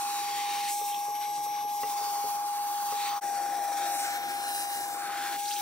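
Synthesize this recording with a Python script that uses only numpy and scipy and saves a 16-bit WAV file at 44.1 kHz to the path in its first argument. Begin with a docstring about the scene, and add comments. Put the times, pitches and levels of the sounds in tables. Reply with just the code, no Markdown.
"""Vacuuming a tool box drawer

A vacuum cleaner whines (sine tones) in a workshop while its crevice nozzle sweeps the felt of a steel drawer.
Air rumbles in the hose and hisses at the nozzle (coloured noise). Pressed on the felt, the nozzle chokes,
the motor speeds up and the hiss swells briefly; at the back wall it roars; it bumps the drawer (ringing modes).
At 3.2 s the sound dips briefly and goes on over a second drawer, where the nozzle hovers and its tube rings."""
import sys
import numpy as np
from scipy import signal
from scipy.fft import rfft, irfft, next_fast_len
from scipy.io import wavfile
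from scipy.ndimage import uniform_filter1d, map_coordinates

SR = 44100
rng = np.random.default_rng(int(sys.argv[2]) if len(sys.argv) > 2 else 0)


def waveform_to_disk(signal):
    """Save audio, clipped to [-1, 1], as 16-bit WAV at the path in sys.argv[1]."""
    frames = np.transpose(np.atleast_2d(signal))
    scaled = np.clip(frames, -1, 1) * 32767
    samples = np.round(scaled).astype(np.int16)
    wavfile.write(sys.argv[1], SR, samples)


N = 247401
T = np.arange(N) / SR  # time of each sample, s
DIP_S = 3.206  # middle of the dip between the drawers
TOP_HZ = 15750  # no sound above this
LEAVE_S = 0.036  # time to leave the back wall

# how the nozzle meets the felt: t/s, open tube ringing (0-1), mouth pressed shut (0-1)
CONTACT = [(0, 0, 0), (.68, 0.04, 0.33), (.75, 0, 0.9), (1.7, 0, 0.86), (2, 0, 0), (3.15, 0, 0.02),
           (3.3, 0.03, 0.2), (3.7, 0.07, 0.06), (4, 0, 0.5), (4.3, 0.06, 0.1), (4.48, 0.16, 0.02),
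           (4.8, 0.1, 0), (4.92, 0, 0.13), (5.05, 0, 0.05), (5.36, 0.02, 0.08), (5.385, 0, 0.98),
           (5.6, 0, 0.6)]
# the nozzle runs along the back wall: start/s, end/s, closeness (0-1), approach/s
WALL_PASSES = [(-.3, .72, 0.96, 0.68), (2.87, 3.11, 0.48, 0.16), (4.95, 5.385, 0.7, 0.15)]
# whistle of the fan blades: t/s, level/dB
BLADE_TONE = [(0, -51.5), (.8, -49.5), (1.6, -50), (2.05, -53), (2.35, -53.5), (2.5, -62), (3.15, -53.5),
              (3.4, -56), (4.15, -53), (4.32, -60), (4.5, -55), (4.85, -58), (4.93, -68), (5.35, -60),
              (5.5, -54)]


def amp(db):
    """Turn decibels into gain."""
    return 10 ** (np.asarray(db) / 20)


def unit(x):
    """Scale to rms 1."""
    return x / np.sqrt(np.mean(x ** 2) + 1e-20)


def along(points, hz):
    """Read a curve of (f/Hz, value) points, joined on a log frequency axis."""
    f, v = np.transpose(points)
    return np.interp(np.log(hz + 1), np.log(f + 1), v)


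def curves(rows):
    """Give one value per sample for each column after the time."""
    s, *columns = np.transpose(rows)
    return [np.interp(T, s, column) for column in columns]


def spells(rows, release_s):
    """Add up an attack, hold and release for each (start, end, strength, attack) row."""
    total = 0
    for start, end, strength, attack_s in rows:
        rise, fall = (T - start) / attack_s, (end - T) / release_s
        total = total + strength * np.clip(np.minimum(rise, fall), 0, 1)
    return total


def wobble(rate):
    """Make a smooth random curve with rate random points a second."""
    coarse = T[::16]
    knots = rng.standard_normal(int(N * rate / SR) + 4)
    return np.interp(T, coarse, map_coordinates(knots, [coarse * rate]))


def filtered(x, response):
    """Multiply the spectrum of x by a response of frequency."""
    m = next_fast_len(N + 8192)
    return irfft(rfft(x, m) * response(np.fft.rfftfreq(m, 1 / SR)), m)[..., :N]


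def noise(response, channels=1):
    """Make independent noises of one colour, rms 1 together."""
    return unit(filtered(rng.standard_normal((channels, N)), response))


def above(hz, edge_hz, order=20):
    """Gain of a high-pass, steeper with higher order."""
    return np.sqrt(1 - 1 / (1 + (hz / edge_hz) ** order))


def below(hz, edge_hz, order=20):
    """Gain of a low-pass, steeper with higher order."""
    return np.sqrt(1 / (1 + (hz / edge_hz) ** order))


def resonance(hz, centre_hz, width_hz):
    """Gain of one resonance, half at width_hz from its centre."""
    return 1 / (1 + ((hz - centre_hz) / width_hz) ** 2)


def per_drawer(first, second):
    """Use one value or sound before the middle of the dip, another after it."""
    return np.where(T < DIP_S, first, second)


def blend(a, b, share):
    """Cross-fade two noises at constant power; share is the part of b."""
    return np.sqrt(1 - share) * a + np.sqrt(share) * b


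def steady(x):
    """Hold the rms of several channels near 1 over time."""
    power = uniform_filter1d(np.mean(x ** 2, axis=0), size=3000)
    return x / np.sqrt(abs(power) + 1e-20)


def sliding(x, pitch):
    """Play noise channels at a moving relative pitch."""
    place = np.cumsum(pitch) % (N - 1)
    return np.array([map_coordinates(channel, [place], order=3, mode="mirror") for channel in x])


def delayed(x, ms):
    """Let x arrive later by a moving delay."""
    return map_coordinates(x, [np.arange(N) - ms * SR / 1000], order=4, mode="mirror")


def tone(phase, db, pan_db, lead):
    """Make a stereo sine of given rms; the left side leads by lead radians."""
    sides = np.array([[.5], [-.5]])
    return np.sqrt(2) * amp(db + sides * pan_db) * np.sin(phase + sides * lead)


def motor():
    """Rotor imbalance sings at the shaft rate; the fan blades whistle far above and squeal when starved of air."""
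    # motor speed: t/s, shaft f/Hz
    speed = [(0.06, 818.9), (0.69, 818.0), (0.78, 822.8), (0.86, 820.2), (0.99, 819.7), (1.16, 826.4),
             (1.3, 825.6), (1.4, 823.0), (1.47, 825.2), (1.68, 826.1), (1.77, 825.4), (1.84, 821.7),
             (2.23, 818.6), (2.38, 823.0), (2.89, 820.9), (3.15, 818.4), (3.28, 811.0), (4.08, 810.6),
             (5.37, 812.6), (5.44, 821), (5.5, 823.2), (5.6, 820.5)]
    # shaft tone at the microphones: t/s, level/dB, left-right/dB
    shaft_tone = [(.06, -33, -0.5), (.27, -34, .4), (.5, -32.4, -0.5), (.85, -32.5, .8), (1.2, -33, 2),
                  (2.2, -32, 1.2), (3.15, -32, 1), (3.25, -32.5, 6), (3.92, -32, 4.5), (4.22, -35.5, 5),
                  (4.45, -35.5, 5), (4.95, -36.5, 4.5), (5.33, -35.5, 4), (5.46, -34.5, 4.5)]
    # the choked fan squeals: start/s, end/s, strength (0-1), attack/s
    squeals = [(1.115, 1.37, 1, 0.03), (1.42, 1.8, 0.87, 0.039)]
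    blades = 7
    shaft_hz, = curves(speed)
    shaft_db, pan_db = curves(shaft_tone)
    blade_db, = curves(BLADE_TONE)
    # the octave of the blade tone is softer, but a squeal lifts it
    octave_db = blade_db - 8.5 + 8.5 * spells(squeals, release_s=0.031)
    turn = 2 * np.pi * np.cumsum(shaft_hz * (1 + 0.00012 * wobble(45))) / SR

    whine = tone(turn, shaft_db + 0.046 * wobble(35), pan_db, per_drawer(0.64, 0.47))
    whine += tone(2 * turn, per_drawer(-66.5, -59.5) + 2 * wobble(33), 1.9, 1.0)
    # the third harmonic sounds at the second drawer only
    whine += per_drawer(0, tone(3 * turn, -64 + 2 * wobble(15), 0.59, 0.34))
    # turbulence at the blades makes their tones flutter
    whine += tone(blades * turn, blade_db + 0.92 * wobble(16) + wobble(90), 6.4, 0.98)
    whine += tone(2 * blades * turn, octave_db + 2.0 * wobble(14) + wobble(90), 3.2, 0.43)
    return whine


def fan_hiss():
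    """Turbulence between the blades smears part of the whistle into a narrow hiss."""
    centre_hz, width_hz = 5830, 190
    blade_db, = curves(BLADE_TONE)
    shared, *own = noise(lambda hz: resonance(hz, centre_hz, width_hz), channels=3)
    against_tone_db = per_drawer(-11, 1.5)
    return blend(shared, np.array(own), share=0.26) * amp(blade_db + against_tone_db + wobble(8.8))


def air():
    """The air stream rumbles in hose and canister, nearly alike at both microphones; a closed mouth muffles it."""
    # colour of the rumble at each drawer: f/Hz, level/dB
    first_air = [(25, -51), (45, -29), (80, -17), (135, -10), (210, -9), (320, -2), (430, 0.5), (530, -7),
                 (620, 2), (750, 13.5), (950, 9.5), (1080, 13), (1190, 9), (1330, -24), (1700, -94)]
    second_air = [(25, -57), (45, -47), (80, -22), (135, -11), (210, -11), (350, 3), (440, -4.5),
                  (540, 0.5), (620, -1), (730, 13), (900, 4.5), (1000, 6), (1200, -2.5), (1370, -33),
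                  (1700, -41)]
    # stereo width of the rumble: f/Hz, side against mid/dB
    air_side = [(30, -6), (80, -16), (300, -15.5), (700, -11.5), (1200, -3)]
    # low body, then upper body: first drawer/dB, second drawer/dB, mouth shut/dB, back wall/dB
    rumble = [(-58.5, -53.5, 0, 1), (-47.5, -51, -5.5, 1)]
    # air roar just under the whine: t/s, level/dB
    roar_level = [(0, -56), (.68, -55), (.78, -58.5), (1.7, -55), (2.18, -49.5), (2.45, -54), (3.19, -53),
                  (3.22, -46), (3.95, -42.5), (4.3, -48.5), (4.85, -49), (5.33, -49.5), (5.42, -63)]
    # the lip seals for a moment and the rumble drops: start/s, end/s, depth (0-1), closing/s
    seals = [(.7, .81, 0.5, 0.027), (5.36, 5.7, 0.43, 0.017)]

    def part(colour, band):
        """One band of the rumble as left and right."""
        mid, side = noise(lambda hz: amp(along(colour, hz)) * band(hz), channels=2)
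        side = filtered(side, lambda hz: amp(along(air_side, hz)))
        return np.array([mid + side, mid - side])

    _, shut = np.clip(curves(CONTACT), 0, 1)
    roar_db, = curves(roar_level)
    wall, sealed = spells(WALL_PASSES, LEAVE_S), spells(seals, release_s=0.025)
    low_db, high_db = [per_drawer(first_db, second_db) + shut_db * shut + wall_db * wall
                       for first_db, second_db, shut_db, wall_db in rumble]
    bands = (lambda hz: below(hz, 480),
             lambda hz: above(hz, 480) * below(hz, 800),
             lambda hz: above(hz, 860))
    low, roar, high = [per_drawer(part(first_air, band), part(second_air, band)) for band in bands]
    low = low * amp(low_db - 9 * sealed + 1.4 * wobble(19))
    high = high * amp(high_db - 15 * sealed + 1.3 * wobble(15))
    return low + roar * amp(roar_db) + high * amp([[1.8], [-1.8]])  # upper body leans left


def tube(hz):
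    """The open nozzle is a tube of air with several resonances."""
    # tube resonances: f/Hz, width/Hz, level/dB
    tube_modes = [(1670, 174, -0.5), (2760, 120, -4.5), (3960, 310, -7.5), (5640, 230, -20),
                  (7570, 230, -15), (9050, 360, -10.5), (10760, 240, -14), (13000, 200, -19),
                  (14600, 400, -33)]
    return np.sqrt(sum((amp(db) * resonance(hz, centre, width)) ** 2 for centre, width, db in tube_modes))


def suction():
    """Turbulence at the nozzle mouth, stronger with more flow: one direct sound and two scattered by the steel box."""
    # colours of the hiss over each drawer, pressed on the felt, and in the wall's corner: f/Hz, level/dB
    first_drawer = [(1300, 4), (1500, 0.5), (1900, -5.5), (2500, -3.5), (3100, -0.5), (3700, 0),
                    (4500, 3.5), (5200, -2.5), (6300, -0.5), (7300, -4), (9200, -2), (10600, 0.5),
                    (13000, 6.5), (14800, 8)]
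    second_drawer = [(1300, 5.5), (1550, 6.5), (2000, -1), (2450, -2.5), (3050, -2), (3600, -1.5),
                     (4900, -7.5), (5700, -8.5), (6800, -13), (7700, -5), (8400, -10), (9300, -3.5),
                     (10600, -8.5), (12200, 1), (13400, 2), (14800, 3)]
    pressed_felt = [(1300, -13), (1600, -3.5), (1850, -8), (2150, 2), (2600, 6), (3000, 4.5), (3650, 9.5),
                    (4700, 1.5), (5800, 1.5), (7300, 3), (9000, 4.5), (11200, -0.5), (12200, 5.5),
                    (13200, 5), (15500, 0)]
    wall_corner = [(1400, -6), (1650, -14), (2000, -4), (2300, -0.5), (2700, 1.5), (3150, -1.5),
                   (3700, 3.5), (4500, 3.5), (5200, -6.5), (6200, -2.5), (7000, -1.5), (9000, -1.5),
                   (12000, -2), (15000, -5.5)]
    # the tube resonances slide as the mouth nears the felt and lifts: t/s, pitch over the usual
    tube_pitch = [(3.3, 1.1), (4.1, 1.01), (4.4, 1.01), (4.6, 1.02), (4.85, 1.015), (5.1, 0.98)]
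    # air speed at the mouth: t/s, flow/dB
    air_flow = [(0, -2), (.68, -4.5), (.715, 1.5), (.82, -1), (1.0, -5.5), (1.12, -9), (1.68, -9.5),
                (1.92, -3), (2.15, -2.5), (2.58, -4), (2.78, -2), (3.15, -4), (3.7, -4.5), (3.87, -0.5),
                (4.03, -1.5), (4.28, -4.5), (4.55, 0.5), (4.8, -1), (4.95, -4), (5.1, -8), (5.3, -5.5),
                (5.46, -1)]
    # lower edges of the noise bands: f/Hz
    band_edges = [1250, 2200, 5200, 10000]
    # bands from the drawer hollow up to the fizz: first drawer/dB, second drawer/dB,
    # growth (dB per dB of flow), mouth shut/dB, back wall/dB
    band_levels = [(-51.5, -47, 0.15, -9, 7), (-48, -48, 0.8, 0.5, 9), (-40.5, -39.5, 1.2, -0.5, 2.5),
                   (-45.5, -47, 1, 3.5, 0.5)]
    ringing, shut = np.clip(curves(CONTACT), 0, 1)
    flow_db, = curves(air_flow)
    wall = spells(WALL_PASSES, LEAVE_S)

    colours = (first_drawer, second_drawer, pressed_felt, wall_corner)
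    first, second, pressed, corner = [noise(lambda hz: amp(along(colour, hz)), channels=3) for colour in colours]
    free = blend(per_drawer(first, second), corner, np.clip(0.73 * wall, 0, 1))
    tube_ring = sliding(noise(tube, channels=3), *curves(tube_pitch))
    hiss = blend(blend(free, pressed, shut), tube_ring, ringing)

    # the free jet flutters; with the mouth shut the lip sticks and slips, so it flutters more
    flutter_db = (1.68 + 1.1 * shut) * (0.5 * wobble(45) + 0.15 * wobble(160))
    scattered_shares = [.1, .3, .42, .42]
    upper_edges = band_edges[1:] + [TOP_HZ]
    jet = np.zeros((3, N))
    for levels, scatter, lo, hi in zip(band_levels, scattered_shares, band_edges, upper_edges):
        first_db, second_db, growth, shut_db, wall_db = levels
        band = filtered(hiss, lambda hz: above(hz, lo) * (below(hz, hi) if hi < TOP_HZ else hz < hi))
        level_db = per_drawer(first_db, second_db) + growth * flow_db + shut_db * shut + wall_db * wall
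        level = np.sqrt(amp(level_db) ** 2 + swell_power(np.sqrt(lo * hi)))
        scattered = scatter * (1 - ringing)  # lifted clear, the nozzle is heard more directly
        paths = np.sqrt([1 - scattered, scattered, scattered])
        jet += paths * level * amp(flutter_db + 1.08 * wobble(13)) * steady(band)
    return jet


def nozzle(centred_hz=13000):
    """The moving nozzle reaches the two microphones at different times."""
    # nozzle place: t/s, how much later the left microphone hears it/ms
    mic_lag = [(0, -0.082), (.65, -0.025), (1.7, -0.039), (2.55, -0.093), (3.1, -0.048), (3.8, -0.038),
               (4.15, -0.17), (4.5, -0.19), (4.9, -0.16), (5.15, -0.045)]
    direct, *scattered = suction()
    lag_ms, = curves(mic_lag)
    top = filtered(direct, lambda hz: above(hz, centred_hz, order=90) ** 2)  # the highest fizz stays in the centre
    moving = np.array([delayed(direct - top, side * lag_ms) for side in (.5, -.5)])
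    heard = moving + top + scattered
    # the two microphone ports differ in colour: f/Hz, left-right/dB
    ports = [(1400, 3.5), (2600, 0.5), (4300, 2.0), (8000, 0.5), (12000, -3.5), (15000, 1.5)]
    return filtered(heard, lambda hz: amp(np.array([[.5], [-.5]]) * along(ports, hz)))


def drifting(x, depth_db):
    """Reflections in the steel drawer form peaks and notches that shift as the nozzle moves."""
    z = signal.stft(x, nperseg=1024)[2]
    field = rng.standard_normal(z.shape[-2:])  # random over frequency and time, then smoothed
    for _ in range(2):
        field = uniform_filter1d(uniform_filter1d(field, size=5, axis=0), size=13, axis=1)
    field = field - uniform_filter1d(field, size=41, axis=0)  # the overall tilt stays
    hz = np.fft.rfftfreq(1024, 1 / SR)[:, None]
    gain = amp(depth_db * unit(field) * above(hz, 2000, order=4))  # short waves interfere most
    return signal.istft(z * unit(gain), nperseg=1024)[1][..., :N]


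def moving_band(x):
    """A narrow band of the nozzle noise is weakened or lifted, and its pitch slides over time."""
    # the narrow band: t/s, f/Hz, gain/dB (negative weakens)
    band_path = [(0, 5140, 2), (.35, 5300, 0), (.65, 5600, 3), (.8, 4900, -6), (1.7, 4970, 4),
                 (2.5, 4970, -6), (3.17, 5200, -16), (3.24, 3120, -16), (3.8, 2950, -21), (4.2, 3450, 0),
                 (4.55, 3270, -2), (4.85, 3320, -8), (5.0, 3300, -5), (5.3, 3400, 6)]
    half_width_octaves = 0.042
    hz, t, z = signal.stft(x, SR, nperseg=512)
    s, centre_hz, gain_db = np.transpose(band_path)
    octaves = np.log2((hz[:, None] + 1) / np.interp(t, s, centre_hz))
    gain = amp(np.interp(t, s, gain_db) * np.exp(-(octaves / half_width_octaves) ** 2))
    return signal.istft(z * gain, nperseg=512)[1][..., :N]


def sweeps(rows, width, flutter_db):
    """Air resonates in a gap that narrows, so each fluttering burst sweeps upward; width is relative to pitch."""
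    base_hz = 4000  # the noise is made here, then played at a moving pitch
    pitch, level = np.ones(N), np.zeros(N)
    for start, length, db, from_hz, to_hz in rows:
        during = (T >= start) & (T < start + length)
        progress = (T[during] - start) / length
        pitch[during] = from_hz / base_hz * (to_hz / from_hz) ** progress
        level[during] = amp(db) * np.sqrt(abs(np.sin(np.pi * progress)))
    rush = noise(lambda hz: resonance(hz, base_hz, width * base_hz) * above(hz, base_hz / 2, order=8), channels=3)
    shared, *own = sliding(rush, pitch)
    return blend(shared, np.array(own), share=0.28) * level * amp(flutter_db * wobble(170))


def gap_rushes():
    """Air resonates between the nozzle and the wall."""
    # rushes: start/s, length/s, level/dB, start f/Hz, end f/Hz
    rushes = [(.33, .41, -45, 2446, 2803), (3.11, .1, -42, 1150, 1298), (4.92, 0.43, -44, 1250, 1575)]
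    return sweeps(rushes, width=0.18, flutter_db=1.1)


def bumps(rebound_s=0.0205, rebound_db=-13):
    """Plastic meets felt-damped steel: a short thud and its rebound, with a clack on harder contact."""
    # bumps: t/s, level/dB, clack against thud/dB, strongest clack f/Hz, strongest thud f/Hz
    knocks = [(.365, -62, -21, 1200, 410), (.555, -47, -15, 1200, 440), (0.814, -41, -6, 1150, 420),
              (1.082, -42, -9, 1200, 430), (1.276, -51, -12, 1200, 430), (1.379, -41.5, -12, 1200, 250),
              (1.464, -45, -1, 1100, 430), (1.646, -45.5, -12, 1200, 400), (1.833, -35.5, 6, 2200, 440),
              (2.012, -44, -8, 1200, 410), (2.07, -45, -16, 1200, 440), (2.155, -50, 9, 1400, 530),
              (2.241, -36, -12, 1200, 480), (2.923, -37, 3.5, 1250, 490)]
    # drawer modes: f/Hz, level/dB, time to fall by 60 dB/s
    drawer_modes = [(150, 1, 0.096), (300, -1, 0.086), (432, 6.5, 0.1), (510, 5, 0.07), (1113, 9.5, 0.047),
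                    (1237, 8, 0.035), (1390, -5, 0.04), (1980, 0, 0.063), (2750, -1, 0.063)]
    crack_db, crack_t60_s = -6, 0.0054  # the tick of hard contact, level against the clack
    out, t = np.zeros(N + SR), np.arange(SR // 3) / SR
    for s, db, clack_db, clack_hz, thud_hz in knocks:
        # both fall away from their strongest pitch, in dB per octave
        thud = lambda hz: -7.5 * abs(np.log2(hz / thud_hz))
        clack = lambda hz: clack_db - 7 * abs(np.log2(hz / clack_hz))
        modes = [(hz, level + (clack(hz) if hz > 800 else thud(hz)), t60) for hz, level, t60 in drawer_modes]
        for late_s, soft_db in ((0, 0), (rebound_s, rebound_db)):
            ring = 0
            for hz, level, t60 in modes:
                mode_hz = hz * rng.normal(1, 0.0048)  # each hit is tuned slightly differently
                ring = ring + amp(level - 60 * t / t60) * np.sin(2 * np.pi * mode_hz * t)
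            crack = amp(crack_db + clack_db - 60 * t / crack_t60_s) * rng.standard_normal(len(t))
            hit = ring * (1 - np.exp(-t / 0.0009)) + crack  # the ring starts softly
            out[round((s + late_s) * SR):][:len(t)] += amp(db + soft_db - 5.5) * hit
    return filtered(out[:N], lambda hz: above(hz, 93, order=6))  # the knocks carry no deep bass


def swell_power(hz):
    """Short puffs and longer swells of hiss rise and fade like a bell; gives their power near one frequency."""
    # puffs and swells of hiss: middle t/s, length/s, level/dB, f/Hz
    hiss_swells = [(0.86, .03, -42.5, 8500), (0.913, 0.058, -53, 3720), (1.047, 0.016, -47.5, 9000),
                   (1.16, 0.043, -49, 3300), (1.238, 0.053, -49, 3340), (1.363, 0.049, -45.5, 6300),
                   (1.443, 0.033, -45, 8400), (1.576, 0.098, -50, 3100), (1.745, 0.053, -45.5, 9000),
                   (1.818, 0.025, -43.5, 8000), (1.89, 0.031, -47.5, 7000), (2.112, 0.045, -47, 11000),
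                   (2.726, 0.034, -46, 8970), (3.028, 0.18, -43.5, 4250), (3.13, 0.089, -46.5, 1896),
                   (4.013, 0.099, -52, 6400), (4.63, 0.35, -63, 8800), (4.176, 0.63, -44, 1750),
                   (5.33, 0.45, -49, 12000)]
    spread_octaves = 0.97
    power = 0
    for s, length_s, db, pitch_hz in hiss_swells:
        octaves = np.log2(hz / pitch_hz) / spread_octaves
        power = power + amp(db) ** 2 * np.exp(-octaves ** 2 - (2 * (T - s) / length_s) ** 2)
    return power


def rasps():
    """Air rasps under the lip as it drags, each rasp rising in pitch."""
    # rasps: start/s, length/s, level/dB, start f/Hz, end f/Hz
    lip_rasps = [(0.896, 0.079, -48, 2900, 3390), (1.868, 0.056, -56, 3500, 4000),
                 (1.973, 0.027, -54, 1500, 2600), (5.451, 0.024, -41, 3700, 4600),
                 (5.468, 0.038, -43, 4060, 6320), (5.505, 0.044, -40, 2985, 6500),
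                 (5.558, 0.0285, -43, 3170, 3650), (5.587, 0.021, -45, 2800, 4000)]
    return sweeps(lip_rasps, width=0.2, flutter_db=4)


def scene():
    """Motor, air stream, nozzle and drawer sound together."""
    mouth = moving_band(drifting(nozzle(), depth_db=2.0))
    return motor() + fan_hiss() + air() + mouth + gap_rushes() + bumps() + rasps()


def record(dry):
    """The level dips briefly to silence; nothing is kept above the band limit."""
    dip = np.clip((abs(T - DIP_S) - .002) / 0.029, 0, 1)
    return filtered(dry * dip, lambda hz: hz < TOP_HZ)


dry = scene()
out = record(dry)
waveform_to_disk(out)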